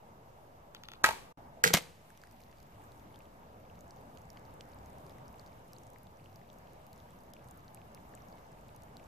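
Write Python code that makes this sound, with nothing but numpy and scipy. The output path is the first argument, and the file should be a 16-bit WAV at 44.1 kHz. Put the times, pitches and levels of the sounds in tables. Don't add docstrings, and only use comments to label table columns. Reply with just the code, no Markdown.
import sys
import numpy as np
from scipy import signal
from scipy.fft import rfft, irfft
from scipy.io import wavfile

SR = 44100
rng = np.random.default_rng(int(sys.argv[2]) if len(sys.argv) > 2 else 0)


def waveform_to_disk(signal):
    frames = np.transpose(np.atleast_2d(signal))
    scaled = np.clip(frames, -1, 1) * 32767
    samples = np.round(scaled).astype(np.int16)
    wavfile.write(sys.argv[1], SR, samples)


def to_linear_factor(level_db):
    exponent = np.asarray(level_db, float) / 20
    return 10 ** exponent


N = 399987

# start_s, end_s
CUT_S = (1.329, 1.3735)

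# time_s, tyre_roar_db
TRAFFIC = [(0, -58), (.8, -58.5), (1.3, -57), (1.38, -56), (2.0, -60.5), (2.8, -57.5), (3.7, -57),
           (4.7, -54.5), (5.2, -55), (5.8, -57), (6.3, -56.5), (6.7, -57), (7.8, -56), (8.4, -56.5),
           (9.07, -55.5)]
RUMBLE_DB, RUMBLE_AT_BOW_DB = -1, -3
LEAVES_DB, LEAVES_FOLLOW = -71, 0.22
# freq_hz, density_db
AIR_COLOUR = [(12, -30), (20, -15.5), (42, -5), (111, -2.5), (182, -6), (344, -12), (506, -9), (766, -6.5),
              (1450, -19.5), (3910, -33), (8010, -36), (9450, -38.5), (11200, -35), (13500, -33),
              (14700, -42)]
# freq_hz, share
ROAD_SHARE = [(60, 0.99), (300, 0.86), (700, 0.52), (1400, 0.42), (3000, 0.035), (7000, 0.054)]
# freq_hz, t60_s
TREES_T60 = [(150, 0.62), (1000, 0.26), (4000, 0.27), (12000, 0.18)]
EDGES_HZ = 20 * 2 ** np.arange(0, 9.7, .4)
PORT_DIP_HZ, PORT_DIP_Q = 9440, 7.0
DIP_SHARE, DIP_SWAY = .45, .25
# sound_s, hushed_above_hz
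HUSHES = [
    (1.036, 2300),
    (1.635, 2600),
    (1.732, 8000),
    (4.299, 12000),
    (7.333, 5000),
    (7.944, 13500),
    (8.147, 10500),
]
HUSH_S = .012

# time_s, level_db
FLOW = [(1.75, -84), (2.05, -68.5), (2.3, -70.5), (3.0, -73), (3.6, -78), (4.2, -74), (4.9, -72),
        (6.3, -72.5), (9.07, -73)]
PATTER_FOLLOWS = .4
# start_s, peak_db, pitch_hz
PLOPS = [(2.1025, -52, 1590), (2.174, -56, 2420), (2.236, -46, 1610), (2.271, -56.5, 1910),
         (2.4019, -54, 2540), (2.8115, -57, 1990), (3.158, -53, 3380), (3.2041, -54, 2480),
         (3.698, -54, 2640), (4.1723, -48.5, 3840), (4.371, -45.5, 2700), (4.6074, -42, 2910),
         (5.065, -53, 4400), (5.0954, -53.5, 3500), (5.1831, -54.5, 1950), (5.7638, -51.5, 4180),
         (5.9591, -50, 2060), (6.258, -51.5, 2870), (6.4138, -54, 2090), (6.5, -51, 3670),
         (7.001, -53.5, 3470), (7.335, -47, 3760), (7.365, -50.5, 2450), (7.6797, -48, 4380),
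         (7.7722, -52.5, 2580), (7.815, -53.5, 2580), (7.9745, -52.5, 2140), (8.1369, -52, 1750),
         (8.69, -54, 2400), (8.968, -46.5, 4170)]
# start_s, peak_db, pitch_hz
STRAYS = [(2.174, -52, 2440), (2.3624, -61, 6000), (2.4564, -62.5, 2260), (2.5155, -56, 4760),
          (2.5266, -55, 2860), (2.5837, -56, 4440), (2.6662, -66, 2480), (3.143, -49.5, 3200),
          (3.254, -55, 2950), (3.431, -59, 2200), (3.6506, -56, 2340), (3.754, -57, 5000),
          (3.774, -58, 2240), (3.79, -54, 6560), (4.1597, -59.5, 3600), (4.4514, -53, 4530),
          (4.5256, -57, 2300), (4.5665, -60, 2300), (4.7174, -56, 5980), (4.7336, -55, 4700),
          (4.76, -58, 2460), (5.341, -54, 2490), (5.3788, -58, 2920), (5.7836, -48.5, 6720),
          (6.0683, -52, 3730), (6.197, -57, 2560), (6.6715, -53, 2780), (6.775, -62, 2274),
          (6.866, -61, 2360), (7.3925, -57, 2510), (8.1738, -51.5, 2560), (8.2197, -52, 5850),
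          (8.325, -52.5, 4580), (8.3818, -53, 2360), (8.586, -59, 2310), (8.748, -60, 6090),
          (8.996, -50.5, 2310), (9.0277, -56, 2250)]
# start_s, peak_db, pitch_hz
GRIT = [(2.405, -55, 7800), (2.9754, -63.5, 6280), (3.0774, -68, 8120), (3.2196, -60, 4850),
        (3.7164, -70.5, 5760), (3.8414, -65, 7480), (3.8791, -54, 6780), (3.9609, -58, 6590),
        (4.151, -56.5, 7660), (4.1849, -52.5, 6740), (4.2537, -58, 7550), (4.3944, -55, 7500),
        (4.506, -61, 6630), (4.8304, -62, 7000), (4.9013, -56.5, 6720), (4.9304, -59, 8420),
        (5.1068, -57, 4960), (5.4758, -52.5, 4900), (5.5288, -57.5, 5070), (5.5927, -63, 7960),
        (5.6464, -64, 6700), (5.6795, -57, 8940), (6.17, -59, 6060), (6.2412, -62, 4530),
        (6.328, -64, 8300), (6.328, -59, 5060), (6.4724, -65, 7600), (6.7246, -61, 6340),
        (6.977, -53, 6880), (7.1048, -54, 8140), (7.3014, -61, 6270), (7.4754, -55.5, 8100),
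        (7.5794, -61, 6320), (7.6042, -58, 6090), (7.6445, -62, 5720), (7.9176, -63.5, 6850),
        (8.4662, -62, 6530), (8.517, -59, 7530), (9.0402, -53, 6010)]
# start_s, peak_db, pitch_hz, bright_re_peak_db
TICKS = [(2.1026, -45.5, 7840, -26.5), (3.1575, -51.5, 4760, -16), (3.1891, -46.5, 7700, -20),
         (3.8072, -44, 6820, -23), (3.907, -41.5, 4700, -35), (4.3017, -39.5, 5200, -22),
         (4.539, -48.5, 8200, -14), (4.6084, -40, 4670, -41), (4.7864, -50.5, 4700, -24),
         (5.28, -43.5, 6100, -28), (5.395, -43.5, 4430, -24), (5.462, -48, 4770, -19),
         (5.732, -43, 4620, -15), (5.8339, -47, 6800, -22), (5.8675, -45.5, 6700, -25),
         (5.9011, -49.5, 6700, -15), (6.358, -44.5, 4660, -18), (6.9297, -44, 4850, -12.5),
         (6.96, -48.5, 5430, -26), (7.3352, -38, 5080, -12.5), (7.5099, -45, 7320, -16),
         (7.681, -58, 4550, -20), (7.7456, -37.5, 8300, -14), (7.9466, -42, 5450, -16),
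         (8.1504, -37.5, 7710, -23.5), (8.2845, -49, 5700, -19), (8.7618, -44.5, 6440, -17),
         (8.8206, -49, 5290, -20), (8.9677, -44.5, 4420, -17)]
# start_s, peak_db, pitch_hz, bright_re_peak_db
FALLBACK = [(2.1738, -49.5, 5600, -17.5), (2.2156, -46, 4790, -25), (2.2358, -47, 4830, -23),
            (2.2704, -52, 5020, -20), (2.311, -51, 5960, -12), (2.3221, -54, 8310, -13),
            (2.4008, -58, 7830, -15.5), (2.4161, -53, 4470, -17), (2.4356, -49.5, 4380, -21),
            (2.5125, -52.5, 6650, -31), (2.601, -51, 4370, -14), (2.6273, -48.5, 3940, -15),
            (2.7449, -68, 3580, -14), (2.9185, -48, 4160, -20.5), (2.9956, -58, 3620, -19.5),
            (3.1238, -63, 3540, -6.5)]
# start_s, peak_db
SPECKS = [(4.2168, -53), (4.3306, -54.5), (4.8589, -50), (4.9826, -51), (5.0629, -58), (5.0948, -51),
          (5.1831, -57), (5.3273, -52), (5.3844, -60), (5.7214, -58), (5.9334, -52.5), (5.984, -51),
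          (6.069, -64), (6.1094, -63.5), (6.5301, -52.5), (6.5847, -53), (6.7325, -53), (6.8656, -50.5),
          (7.0004, -56), (7.188, -54.5), (7.235, -55), (7.443, -53), (7.4854, -49), (8.3244, -60),
          (8.834, -47.5)]
# start_s, peak_db
MIST = [(2.4224, -58), (3.2645, -62), (3.3952, -57.5), (3.5992, -60), (4.0314, -66.5), (4.5096, -62),
        (4.6887, -55), (4.7451, -56), (4.8963, -55), (5.3572, -59), (6.0315, -49), (6.1894, -63.5),
        (7.2065, -58), (7.5423, -59), (7.5737, -50.5), (7.881, -60), (8.3547, -61)]
CRISP = signal.butter(2, [4500, 8100], "band", fs=SR, output="sos")
BRIGHT = signal.butter(2, [8700, 15000], "band", fs=SR, output="sos")
CRISP_LOSS_DB = 13
LANDING_S = .0009
DROP_SIZE = 400

# start_s, string_edge_db, wood_db, blur_db
CREAKS = [
    (0.7478, -41.5, -42.5, -42),
    (0.8353, -44.5, -45, -41),
    (0.8855, -44.5, -40.5, -46),
    (0.917, -47.5, -44.5, -45.5),
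    (0.935, -48, -44, -46),
]
# freq_hz, level_db, t60_s
LATCH_WOOD = [(850.6, -3.5, 0.014), (1370, -3, 0.024), (1890, -4, .018), (2550, 2, 0.0063),
              (3430, 3.5, 0.012)]
# freq_hz, level_db, t60_s
STRING_EDGE = [(4050, -3, 0.0051), (4900, -0.5, 0.0043), (6300, -1.5, .005), (7600, -8, 0.004),
               (9300, -11.5, .003), (11800, -4.5, .003), (13770, -9, .004)]
SETTLE_S, SETTLE_LOSS_DB = 0.0011, 3

# start_s, ring_db, hardness_db_per_octave, crack_db,
# rattle_db
SHOT_NEAR = [(1.0365, -58.5, 1.5, -43, -36), (1.0403, -29, 18, -37.5, -34), (1.0415, -14, 4, -11, -27),
             (1.0445, -31.5, 5.5, -23, -22), (1.049, -39, -1.5, -36, -21), (1.060, -33, 13.5, -38.5, -21),
             (1.066, -36, -9.5, -36, -29.5), (1.074, -40, -2, -38.5, -30), (1.082, -37, 1, -33.5, -33),
             (1.088, -36.5, -16, -47, -26), (1.107, -45, -16, -37, -33.5), (1.126, -56, -7, -37, -45)]
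# start_s, ring_db, hardness_db_per_octave,
# crack_db, rattle_db
SHOT_FAR = [(1.6355, -48.5, -8.5, -47, -38), (1.6380, -36.5, 3.5, -33.5, -31.5),
            (1.6393, -13.5, 0.5, -7.5, -29), (1.642, -21.5, 2, -31, -35.5),
            (1.6455, -27.5, 2.5, -24.5, -24.5), (1.659, -29, -12.5, -39.5, -35.5),
            (1.665, -36, 1, -32.5, -28), (1.670, -40, 1, -32, -27.5), (1.6762, -28.5, -0.5, -19, -30.5),
            (1.684, -34.5, -2, -33.5, -36), (1.7045, -33.5, -13, -49.5, -42)]
# start_s, ring_db,
# hardness_db_per_octave, crack_db, spray_db
IMPACT = [(1.7315, -48, 5.5, -45, -37), (1.7350, -29.5, 15.5, -25, -29.5), (1.738, -28, 3.5, -9, -19),
          (1.7392, -25, 2.5, -17, -22), (1.7405, -19.5, 0.5, -18, -30), (1.7445, -24.5, 9, -31, -27.5),
          (1.7465, -26.5, 6.5, -23, -23.5), (1.748, -28, 4, -20.5, -27), (1.753, -28, 3, -38, -27),
          (1.759, -32.5, 4.5, -42.5, -29), (1.769, -37, 2.5, -37, -25), (1.7725, -34, -1, -29.5, -26.5),
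          (1.784, -44.5, -7, -48, -34), (1.822, -63, 12, -43.5, -56)]
# freq_hz, level_db, t60_s
BOW_NEAR = [(70, -29.5, 0.11), (200, -24.5, 0.034), (418, -25, 0.048), (640, -14, 0.034), (880, -9.5, 0.04),
            (960, -12, 0.066), (1276, -3.5, 0.065), (1420, 1, 0.027), (1590, 5, .03), (1750, -3, 0.027),
            (1922, -2.5, 0.071), (2310, -19, 0.097), (2580, -13.5, 0.018), (3800, -14.5, 0.013)]
# freq_hz, level_db, t60_s
BOW_FAR = [(172, -23, 0.17), (452, -14, 0.059), (492, -18.5, 0.063), (820, -10.5, 0.022),
           (1070, -11, 0.024), (1299, 0.5, 0.02), (1630, 3.5, 0.014), (1750, 0.5, .015), (1930, 2.5, 0.019),
           (2170, -7, 0.03), (2411, -12.5, 0.02), (2900, -10.5, 0.01), (3460, -23, 0.016)]
# freq_hz, level_db, t60_s
BOTTLE = [(107.9, -17, 0.037), (165, -32.5, 0.04), (300, -23, 0.03), (420, -14.5, 0.039), (550, -10, 0.015),
          (700, -6, 0.027), (853, -8, 0.023), (1180, -15, 0.013), (1700, -10, .022), (2140, -8.5, 0.028),
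          (2600, -12.5, .012), (3120, -8, 0.0079), (3800, -15, 0.0054)]
# freq_hz, density_db
RATTLE_NEAR = [(29, -46), (50, -29.5), (538, -11.5), (701, -13), (913, -17), (1110, -3.5), (1280, -17),
               (2000, -10.5), (4400, -18.5), (12500, -25.5), (14400, -26), (15500, -82)]
# freq_hz, density_db
RATTLE_FAR = [(59, -37.5), (100, -5.5), (362, -18.5), (457, -6.5), (1110, -20.5), (2000, -7), (4100, -12),
              (7250, -15), (13900, -21.5), (15500, -51.5)]
# freq_hz, density_db
SPRAY = [(59, -40), (100, -23.5), (177, -11), (843, -15), (936, -12.5), (1400, -13), (2130, -11),
         (4300, -16), (6500, -18.5), (13900, -26), (15500, -42.5)]
# start_s, freq_hz, level_db, t60_s
PINGS_NEAR = [(1.043, 607, -24, .03), (1.060, 1430, -26, 0.033), (1.087, 1610, -27, .04),
              (1.0495, 2240, -27, .025), (1.052, 1300, -29, .06), (1.0645, 893, -22, 0.056),
              (1.0845, 880, -33, .04), (1.088, 918, -22.5, 0.038), (1.1095, 920, -28, .035),
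              (1.133, 930, -38, .04)]
# start_s, freq_hz, level_db, t60_s
PINGS_FAR = [(1.6393, 1647, -13, .03), (1.6388, 6900, -16.5, .005), (1.6445, 470, -25.5, .04),
             (1.6657, 2500, -25.5, .02), (1.6756, 1700, -30.5, .015), (1.7005, 2250, -35, .025)]
# start_s, freq_hz, level_db, t60_s
PINGS_BOTTLE = [(1.7345, 2600, -24.5, .012), (1.738, 3730, -20.5, 0.01), (1.7394, 704, -10.5, .02),
                (1.740, 1980, -19, 0.02), (1.745, 3060, -19, 0.012), (1.7485, 1620, -22, 0.029),
                (1.755, 2156, -27, .05), (1.7695, 2250, -30.5, 0.022), (1.771, 1600, -31, .025)]
PING_RISE_S = 0.0011
# freq_hz, density_db
CRACK = [(1500, -3.5), (3000, -4), (6500, 4.5), (9800, -12.5), (13500, 0), (15500, -7.5), (17000, -38.5)]
EDGE_DB, SPLINTER_DB, SPLINTER_T60_S = 7, -3.5, 0.0068
# first_t60_s, last_t60_s, loosening_s, settling_db,
# settling_t60_s
SHAKE_NEAR = (0.0275, 0.54, -8, -35.5, .5)
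SHAKE_FAR = (0.07, 0.14, 2.2, -39.5, 0.42)
SLOSH = (0.0417, 0.06, -1.1, -44.5, 0.57)
THUMP_S = 1.7435
# freq_hz, level_db, t60_s
THUMP = [(177, -21.5, 0.078), (201, -25.5, 0.066)]


def at_hz(points, hz):
    table = np.array(points)
    return np.interp(np.log(hz), np.log(table[:, 0]), table[:, 1])


def in_time(rows):
    return np.interp(np.arange(N) / SR, *np.transpose(rows))


def band(x, low_hz, high_hz):
    return signal.sosfilt(signal.butter(2, [low_hz, high_hz], "band", fs=SR, output="sos"), x)


def rms_one(x):
    return x / np.sqrt(np.mean(x ** 2) + 1e-20)


def ring(clicks, hz, t60):
    r, w = to_linear_factor(-60 / (t60 * SR)), 2 * np.pi * hz / SR
    return signal.lfilter([0, np.sin(w)], [1, -2 * r * np.cos(w), r * r], clicks + 1e-18)


def drift(rate):
    r = np.exp(-80 * np.pi * rate / SR)
    slow = signal.lfilter([1], [1, -2 * r, r * r], rng.standard_normal(N // 40 + 2002))[2000:]
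    return np.interp(np.arange(N) / 40, np.arange(len(slow)), rms_one(slow))


def coloured(white, spectrum):
    hz = np.maximum(np.fft.rfftfreq(white.shape[-1], 1 / SR), 10)
    return rms_one(irfft(rfft(white) * to_linear_factor(at_hz(spectrum, hz)), white.shape[-1]))


def to_ports(x, lag_ms, pan_db):
    left, right = x if x.ndim == 2 else (x, x)
    late = np.roll(left, round(lag_ms * SR / 1000))
    return np.array([late * to_linear_factor(pan_db / 2), right * to_linear_factor(-pan_db / 2)])


def trees(x, wet_db):
    t, white = np.arange(SR // 2) / SR, rng.standard_normal((2, SR // 2))
    tail = 0
    for low, high in zip(EDGES_HZ[4::2], EDGES_HZ[6::2]):
        t60 = at_hz(TREES_T60, np.sqrt(low * high))
        tail = tail + band(white, low, high) * to_linear_factor(-60 * t / t60)
    tail = tail * (1 - np.exp(-t / 0.0027)) / np.sqrt(np.sum(tail ** 2) / 2)
    return x + to_linear_factor(wet_db) * signal.fftconvolve(x, tail, axes=1)[:, :x.shape[1]]


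def hush(hiss):
    size = round(HUSH_S * SR)
    window = np.pad(signal.windows.tukey(size, .3), size)
    for s, above_hz in HUSHES:
        near = slice(round(s * SR) - 2 * size, round(s * SR) + size)
        high_pass = signal.butter(4, above_hz, "high", fs=SR, output="sos")
        hiss[:, near] -= signal.sosfiltfilt(high_pass, hiss[:, near]) * window


def air():
    roar_db = in_time(TRAFFIC)
    leaves_db = LEAVES_DB + LEAVES_FOLLOW * (roar_db - roar_db.mean())
    rumble_db = roar_db + np.where(np.arange(N) / SR < CUT_S[1], RUMBLE_AT_BOW_DB, RUMBLE_DB)
    levels = to_linear_factor(rumble_db), to_linear_factor(roar_db), np.hypot(to_linear_factor(leaves_db), to_linear_factor(in_time(FLOW)))
    groups = np.zeros((3, 2, N))
    white, together = rng.standard_normal((2, 3, N)), drift(2.1)
    road = [to_ports(w[0], lag_ms=0.33, pan_db=0) for w in white]
    ahead = [to_ports(w[0], lag_ms=0.09, pan_db=0) for w in white]
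    for k, (low, high) in enumerate(zip(EDGES_HZ, EDGES_HZ[1:])):
        hz = np.sqrt(low * high)
        share = np.clip(at_hz(ROAD_SHARE, hz), 0, 1)
        from_road = (road if hz > 300 else ahead)[k % 2]
        mixed = np.sqrt(share) * from_road + np.sqrt(1 - share) * white[k % 2, 1:]
        sway_db = (0.38 * together + 0.73 * drift(9.9)) * (2.0 - 0.54 * (hz > 2500))
        flutter_db = .8 * (hz > 7000) * drift(30)
        gain = to_linear_factor(at_hz(AIR_COLOUR, hz) + sway_db + flutter_db)
        groups[int(hz > 300) + int(hz > 1500)] += gain * band(mixed, low, high)
    hiss = signal.sosfilt(signal.ellip(6, .5, 30, 14550, fs=SR, output="sos"), groups[2])
    dip = signal.lfilter(*signal.iirpeak(PORT_DIP_HZ, PORT_DIP_Q, fs=SR), hiss)
    hiss -= np.clip(DIP_SHARE + DIP_SWAY * drift(5.7), 0, 1) * dip
    hush(hiss)
    groups[2] = hiss
    return sum(rms_one(g) * level for g, level in zip(groups, levels))


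def drop(hz, crisp_db, bright_db, cycles):
    t = np.arange(DROP_SIZE) / SR - LANDING_S
    splat = rng.standard_normal((2, DROP_SIZE)) * to_linear_factor(-60 * t / .0035) * (t > 0)
    around = signal.iirpeak(hz * 1.18, 1.1, fs=SR)
    push = signal.lfilter(*around, signal.lfilter(*around, splat[0]))
    note = ring(push, hz, cycles / hz) + 0.37 * ring(push, hz * 1.567, cycles / hz / 2)
    parts = note, signal.sosfilt(CRISP, splat[1]), signal.sosfilt(BRIGHT, splat[1])
    return sum(to_linear_factor(db) * p / np.abs(p).max() for db, p in zip((0, crisp_db, bright_db), parts))


def drips():
    out, flow_db = np.zeros((2, N + DROP_SIZE)), in_time(FLOW) + 70
    # start_s, peak_db, pitch_hz, crisp_db, bright_db
    rows = [(s, db + 0.98, hz, -15, -19) for s, db, hz in PLOPS]
    rows += [(s, db - 1.0, hz, -8, -14) for s, db, hz in STRAYS]
    for s, db, hz, bright_db in TICKS + FALLBACK:
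        crisp_db = -2.5 - CRISP_LOSS_DB * np.log2(hz / 5000)
        rows.append((s, db - 4.0, hz, crisp_db, min(bright_db + 18.5, 2.5)))
    rows += [(s, db - 5.5, 6500.0, -1.5, 6.0) for s, db in SPECKS]
    rows += [(s, db + 0.5, hz, -14, -16) for s, db, hz in GRIT]
    rows += [(s, db - 11, 9500.0, -14, 12) for s, db in MIST]
    for s, peak_db, hz, crisp_db, bright_db in rows:
        i, side_db = round(s * SR), rng.normal(0.2, 1.8)
        one = drop(hz, crisp_db, bright_db, cycles=10.6)
        out[:, i:i + DROP_SIZE] += to_linear_factor(peak_db) * one * to_linear_factor([[side_db], [-side_db]])
    for when, pitch, size, side, bright in rng.random((300, 5)):
        i = round((2.05 + when * (N / SR - 2.05)) * SR)
        small = drop(1600 * 5 ** pitch ** 1.5, -9 + 12 * (bright - .5), -6.5 + 18 * (bright - .5), cycles=11.0)
        level_db = -68.5 + 10.2 * size + PATTER_FOLLOWS * flow_db[min(i, N - 1)]
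        side_db = 6 * side - 3
        out[:, i:i + DROP_SIZE] += to_linear_factor(level_db) * small * to_linear_factor([[side_db], [-side_db]])
    return out[:, :N]


def latch():
    wood, edge, t = np.zeros(2 * SR), np.zeros(2 * SR), np.arange(950) / SR
    echo = np.zeros(2 * SR)
    for s, edge_db, wood_db, blur_db in CREAKS:
        edge[round(s * SR)] = to_linear_factor(edge_db)
        edge[round((s + SETTLE_S * rng.uniform(.8, 1.2)) * SR)] = -to_linear_factor(edge_db - SETTLE_LOSS_DB)
        wood[round((s + SETTLE_S / 2) * SR)] = to_linear_factor(wood_db)
        blur = rng.standard_normal(950) * t / t[-1]
        echo[round(s * SR):round(s * SR) + 950] += to_linear_factor(blur_db) * blur
    ticks = np.zeros(2 * SR)
    for clicks, modes in ((wood, LATCH_WOOD), (-edge, STRING_EDGE)):
        for k, (hz, mode_db, t60) in enumerate(modes):
            ticks += (-1) ** k * to_linear_factor(mode_db - 0.5) * ring(clicks, hz, t60)
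    echo = band(band(echo, 2300, 4310), 2300, 4310)
    heard = trees(to_ports(ticks + echo, lag_ms=.14, pan_db=3.5), wet_db=-18)
    return np.pad(heard, ((0, 0), (0, N - 2 * SR)))


def thump():
    click = np.zeros(2 * SR + SR // 2)
    click[round(THUMP_S * SR)] = 1
    boom = sum(to_linear_factor(db) * ring(click, hz, t60) for hz, db, t60 in THUMP)
    return np.pad(boom, (0, N - len(boom)))


def blows(table, pings, shake, modes, spectrum, alike, grain_db, lag_ms, pan_db, wet_db, bright_db):
    start, size = round(table[0][0] * SR) - 200, SR // 2
    t, body, rush, out = np.arange(size) / SR, np.zeros(size), np.zeros(size), np.zeros((2, N))
    chance_db = rng.normal(0, 2, (len(table), len(modes)))
    at, rows = [round(row[0] * SR) - start for row in table], np.array(table)
    for k, (hz, mode_db, t60) in enumerate(modes):
        hard_db = rows[:, 2] * np.log2(max(hz, 500) / 1500)
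        clicks = np.zeros(size)
        clicks[at] = to_linear_factor(rows[:, 1] + hard_db + mode_db + chance_db[:, k])
        body += (-1) ** k * ring(clicks, hz, t60)
    for s, hz, db, t60 in pings:
        i = round(s * SR) - start
        swing = to_linear_factor(db - 60 * t / t60) * (1 - np.exp(-t / PING_RISE_S))
        body[i:] += (swing * np.sin(2 * np.pi * hz * t))[:size - i]
    crack = [(hz, db + bright_db * np.log2(hz / 6000)) for hz, db in CRACK]
    snap = coloured(rng.standard_normal(size), crack)
    edge = np.roll(irfft(to_linear_factor(at_hz(crack, np.fft.rfftfreq(128, 1 / SR) + 1))), 16)
    first_s, last_s, loosen_s, settle_db, settle_s = shake
    rush[200:] = to_linear_factor(settle_db - 60 * t[:-200] / settle_s) ** 2 * (1 - np.exp(-t[:-200] / 0.0083))
    for i, (crack_db, rush_db) in zip(at, rows[:, 3:]):
        after = t[:size - i]
        t60 = last_s + (first_s - last_s) * np.exp(-(i - at[0]) / SR / loosen_s)
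        body[i:] += to_linear_factor(crack_db + SPLINTER_DB - 60 * after / SPLINTER_T60_S) * snap[i:]
        body[i - 16:i + 112] += to_linear_factor(crack_db + EDGE_DB) * edge / edge.max()
        rush[i:] += to_linear_factor(rush_db - 60 * after / t60) ** 2 * (1 - np.exp(-after / .0007))
    graininess = to_linear_factor(grain_db * rms_one(band(rng.standard_normal(size), 100, 900)))
    white = rng.standard_normal((3, size)) * graininess
    share = np.clip(alike, 0, 1)
    grains = coloured(np.sqrt(share) * white[0] + np.sqrt(1 - share) * white[1:], spectrum)
    direct = to_ports(band(body, 55, 19000) + grains * np.sqrt(rush), lag_ms, pan_db)
    out[:, start:start + size] = trees(direct, wet_db)
    return out


def near_shot():
    return blows(SHOT_NEAR, PINGS_NEAR, SHAKE_NEAR, BOW_NEAR, RATTLE_NEAR, alike=0.29, grain_db=1.5,
                 lag_ms=0.11, pan_db=1.0, wet_db=-12.0, bright_db=0.0)


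def far_shot():
    return blows(SHOT_FAR, PINGS_FAR, SHAKE_FAR, BOW_FAR, RATTLE_FAR, alike=0.57, grain_db=-4.0,
                 lag_ms=.39, pan_db=-1.4, wet_db=-13, bright_db=-2.0)


def bottle_hit():
    return blows(IMPACT, PINGS_BOTTLE, SLOSH, BOTTLE, SPRAY, alike=0.63, grain_db=-2.5,
                 lag_ms=0, pan_db=0.5, wet_db=-18.5, bright_db=1.0)


def scene():
    return air() + drips() + latch() + thump() + near_shot() + far_shot() + bottle_hit()


def band_limit(x):
    return signal.sosfilt(signal.butter(12, 15990, fs=SR, output="sos"), x)


def record(dry):
    t = np.arange(N) / SR
    gate = np.where(t > CUT_S[1], 1, np.clip((CUT_S[0] - t) / .007, .02, 1))
    rounded = .6 * np.tanh(dry / .6)
    low = signal.sosfilt(signal.ellip(8, .5, 45, 14600, fs=SR, output="sos"), rounded)
    top = signal.sosfilt(signal.butter(6, 14700, "high", fs=SR, output="sos"), rounded)
    mix = (low + to_linear_factor(-21.5) * top - .0005) * gate
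    return band_limit(mix)


dry = scene()
out = record(dry)
waveform_to_disk(out)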